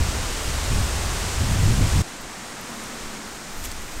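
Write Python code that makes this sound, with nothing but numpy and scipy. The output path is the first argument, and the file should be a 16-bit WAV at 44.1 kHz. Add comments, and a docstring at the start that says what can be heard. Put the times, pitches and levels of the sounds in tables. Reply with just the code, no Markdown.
"""Forest wind and a tarp

Wind hisses in the crowns of a tall forest while gusts rumble on a mono microphone in a clearing.
The scene cuts to a sheltered spot near the ground, where hands fasten the corner of a tarp:
a few tiny ticks, a soft hollow drone, and a short swish of fabric as one hand lets go."""
import sys
import numpy as np
from scipy import signal
from scipy.fft import rfft, irfft
from scipy.io import wavfile
from scipy.ndimage import uniform_filter1d, map_coordinates

SR = 44100
rng = np.random.default_rng(int(sys.argv[2]) if len(sys.argv) > 2 else 0)


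def materialize(psi):
    """Save the field psi as 16-bit PCM at rate SR to the path in sys.argv[1].

    A 1-D psi becomes a single channel; in a 2-D psi each row is a channel.
    """
    bounded = np.clip(np.atleast_2d(psi).T, -1, 1)
    quanta = np.round(bounded * 32767).astype(np.int16)
    wavfile.write(sys.argv[1], SR, quanta)


N = 176400
T = np.arange(N) / SR
BIN_HZ = np.maximum(np.arange(N // 2 + 1) * SR / N, 1)


def undb(db):
    """Amplitude grows tenfold for every 20 dB."""
    return 10 ** (np.asarray(db) / 20)

def unit(x):
    """Normalisation to an rms of 1."""
    return x / np.sqrt(np.mean(x ** 2))

def curve(rows):
    """Linear interpolation between (time [s], value) points."""
    return np.interp(T, *np.array(rows, float).T)

def colour(x, spectrum):
    """Spectral shaping by (frequency [Hz], gain [dB]) points."""
    hz, db = np.array(spectrum, float).T
    gain = undb(np.interp(np.log(BIN_HZ), np.log(hz), db))
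    return irfft(rfft(x) * gain, N)

def resonate(x, hz, width):
    """Two equal resonators in cascade give a band with steep sides."""
    b, a = signal.iirpeak(hz, hz / width, fs=SR)
    return signal.lfilter(b, a, signal.lfilter(b, a, x))

def wander(per_s):
    """Smoothed random steps give a slow fluctuation of rms 1."""
    hold = int(SR / per_s)
    steps = np.repeat(rng.standard_normal(N // hold + 2), hold)
    return unit(uniform_filter1d(uniform_filter1d(steps, hold), hold)[:N])

def steady(x, span_s):
    """Division by the running rms holds the level constant over times longer than span_s."""
    span = int(span_s * SR)
    power = uniform_filter1d(uniform_filter1d(x ** 2, span), span)
    return x / np.sqrt(power + 1e-12)


# Leaf noise at each spot (frequency [Hz], relative spectral density [dB])
CLEARING_LEAF_SPECTRUM = [(100, -10), (250, 1), (400, 0), (700, -1), (1100, -1.2), (2300, -5), (4300, -7),
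                          (7200, -6.5), (8600, -8), (10600, -17), (13500, -20), (15500, -27)]
SHELTER_LEAF_SPECTRUM = [(60, -1.5), (130, 0), (220, 3.5), (450, -1.5), (1100, -1), (1950, -3),
                         (2800, -7.5), (4500, -8.5), (6800, -7.5), (8600, -9.5), (10700, -20), (13500, -23),
                         (15500, -30)]
# Slow swell of the wind in the crowns (time [s], gain [dB])
BREEZE_SWELL = [(0, 0), (.55, -0.3), (.8, 0.17), (1.25, -0.05), (1.5, -0.6), (2.0, 0.1), (2.4, -0.3),
                (2.8, 0.7), (3.05, .5), (3.3, -0.46), (4, 0.5)]

def leaf_hiss(spectrum, db):
    """Incoherent summation: countless leaves add up to broadband noise that swells with the wind."""
    swell_db = 0.38 * wander(per_s=1.95)  # common to all bands
    flutter_db = 1.07 * wander(per_s=20)
    rest, bands = rng.standard_normal(N), 0
    for hz in SR / 2 ** np.arange(2, 9):  # split off octaves from the top down
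        band = irfft(rfft(rest) / (1 + (hz / BIN_HZ) ** 4), N)
        rest = rest - band
        flicker_db = 0.04 * wander(per_s=9.95)
        treble_weight = np.sqrt(hz / SR)
        bands += band * undb(swell_db + flicker_db + flutter_db * treble_weight)
    return unit(colour(bands + rest, spectrum)) * undb(db + curve(BREEZE_SWELL))


# Gust strength at the microphone (time [s], relative level [dB])
CLEARING_GUSTS = [(0, -20), (.05, -27.5), (.09, -22), (.13, -29), (.17, -22), (.22, -26), (.44, -30),
                  (.52, -24), (.66, -27), (.71, -20.5), (.84, -21), (.88, -25.5), (1.25, -25), (1.32, -33),
                  (1.41, -18), (1.48, -21), (1.7, -15.5), (1.75, -21.5), (1.82, -14.5), (1.9, -26),
                  (1.94, -15.5), (2.01, -15)]
SHELTER_GUSTS = [(2.05, -46.5), (2.15, -52.5), (2.24, -40.5), (2.42, -54), (2.9, -52.5), (3.07, -38.5),
                 (3.2, -51), (3.46, -48.5), (3.57, -33), (3.72, -36), (3.83, -34.5), (3.89, -46),
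                 (4, -30.5)]
# Eddy rumble in a gust of average strength (frequency [Hz], relative spectral density [dB])
CLEARING_EDDY_SPECTRUM = [(8, -11), (18, -2), (36, -3.5), (66, 1), (98, -2), (128, -11), (195, -16),
                          (290, -27), (480, -43), (1000, -65)]
SHELTER_EDDY_SPECTRUM = [(5, -14), (11, 12), (22, -3), (38, -4), (66, -12), (100, -25), (220, -35),
                         (600, -62)]

def gust_rumble(gusts, spectrum, gain_db):
    """Convected turbulence: a stronger gust sweeps eddies past faster, so the rumble rises in pitch."""
    octaves_per_db = 0.0529
    strength_db = curve(gusts)
    average_db = np.mean(np.array(gusts)[:, 1])
    speed = 2 ** (octaves_per_db * (strength_db - average_db))
    eddies = colour(rng.standard_normal(N), spectrum)
    pressure = map_coordinates(eddies, [np.cumsum(speed)], mode="grid-wrap")
    puffs_db = 1.34 * wander(per_s=24)  # uneven push within a gust
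    return steady(pressure, span_s=.025) * undb(strength_db + gain_db + puffs_db)


def snaps(per_s):
    """Shot noise: independent impulses of random sign and size."""
    hits = rng.random(N) < per_s / SR
    signs = rng.choice([-1, 1], N)
    size_db = 4 * np.minimum(rng.exponential(size=N), 4)
    return hits * signs * undb(size_db)

# Strokes of fabric on fabric (peak time [s], power rise constant [s], fall constant [s], level [dB])
FABRIC_STROKES = [(2.8, .1, .1, -50), (3.05, .04, .06, -51), (3.33, .01, .02, -46),
                  (3.625, 0.073, 0.064, -42.5), (3.641, .002, 0.0058, -32.5), (3.654, 0.0061, .006, -32.5),
                  (3.82, 0.0065, 0.012, -44), (3.92, .04, 0.074, -45)]
# Snapping creases (frequency [Hz], relative spectral density [dB])
CREASE_SPECTRUM = [(300, -2.5), (1500, -1), (3500, -1), (5000, -1.5), (7500, 3.5), (10000, -4.5),
                   (11500, -4), (13300, -4), (15500, -11)]

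def fabric_swish():
    """Friction noise: dense crease snaps and a crisper crackle follow strokes that add in power."""
    power = 0
    for peak_s, rise_s, fall_s, db in FABRIC_STROKES:
        falloff = np.where(T < peak_s, (peak_s - T) / rise_s, (T - peak_s) / fall_s)
        power += undb(db) ** 2 * np.exp(-falloff)
    crackle = unit(resonate(snaps(per_s=1100), hz=13100, width=3500)) * undb(-9.5)
    creases = unit(colour(snaps(per_s=5500), CREASE_SPECTRUM))
    return (creases + crackle) * np.sqrt(power)


# Contacts of the fastening (time [s], peak level [dB], frequency [Hz], resonator bandwidth [Hz])
FASTENING_CONTACTS = [(2.211, -36.5, 13500, 3000), (2.217, -39.5, 13800, 2400), (2.612, -33, 13200, 2000),
                      (2.705, -38, 13500, 5000), (2.838, -27.5, 9000, 7000), (3.716, -21.5, 5500, 6000),
                      (3.724, -27.5, 5500, 6000)]

def fastening_ticks():
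    """Impact excitation: each tiny hard contact drives a broad resonance for a few milliseconds."""
    decay_s = .0015
    ticks, grit = np.zeros(N), rng.standard_normal(N)
    for start_s, db, hz, width in FASTENING_CONTACTS:
        age = np.maximum(T - start_s, 0)
        envelope = (T >= start_s) * np.exp(-age / decay_s) + 1e-12
        tick = resonate(grit * envelope, hz, width)
        ticks += tick / np.abs(tick).max() * undb(db)
    return ticks


# Hollow drone while the corner is pulled taut (time [s], core level [dB])
DRONE_ENVELOPE = [(2.45, -56.5), (2.62, -50), (2.76, -41.5), (2.87, -50), (2.96, -46.5), (3.12, -47),
                  (3.26, -43), (3.42, -63)]
# Its noisy edge (frequency [Hz], relative spectral density [dB])
DRONE_EDGE_SPECTRUM = [(120, -32), (200, -3), (320, 1), (450, -16), (1200, -13), (3000, -34.5)]

def tarp_drone():
    """Random modulation spreads a slowly sinking tone into a narrow, wavering band of noise."""
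    start_hz, width_hz, sag_hz_per_s = 236, 22, 28
    centre_hz = start_hz - sag_hz_per_s * (T - DRONE_ENVELOPE[0][0])
    carrier = np.exp(2j * np.pi * np.cumsum(centre_hz) / SR)
    waver = wander(2 * width_hz) + 1j * wander(2 * width_hz)
    core = steady(np.real(waver * carrier), span_s=.05)
    edge = unit(colour(rng.standard_normal(N), DRONE_EDGE_SPECTRUM)) * undb(-2)
    return (core + edge) * undb(curve(DRONE_ENVELOPE))


def scene():
    """Superposition of the sources in the clearing, then in the shelter; the same in both ears."""
    cut_s, crossfade_s = 2.019, .002
    clearing = leaf_hiss(CLEARING_LEAF_SPECTRUM, db=-29)
    clearing += gust_rumble(CLEARING_GUSTS, CLEARING_EDDY_SPECTRUM, gain_db=0.3)
    shelter = leaf_hiss(SHELTER_LEAF_SPECTRUM, db=-36)
    shelter += gust_rumble(SHELTER_GUSTS, SHELTER_EDDY_SPECTRUM, gain_db=3)
    shelter += tarp_drone() + fastening_ticks() + fabric_swish()
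    cut = np.clip((T - cut_s) / crossfade_s, 0, 1)
    mono = (1 - cut) * clearing + cut * shelter
    return np.array([mono, mono])

def record(dry):
    """Band limiting: an elliptic low-pass filter cuts the highest treble steeply."""
    cutoff_hz = 15700
    return signal.sosfilt(signal.ellip(10, .1, 80, cutoff_hz, fs=SR, output="sos"), dry)


dry = scene()
out = record(dry)
materialize(out)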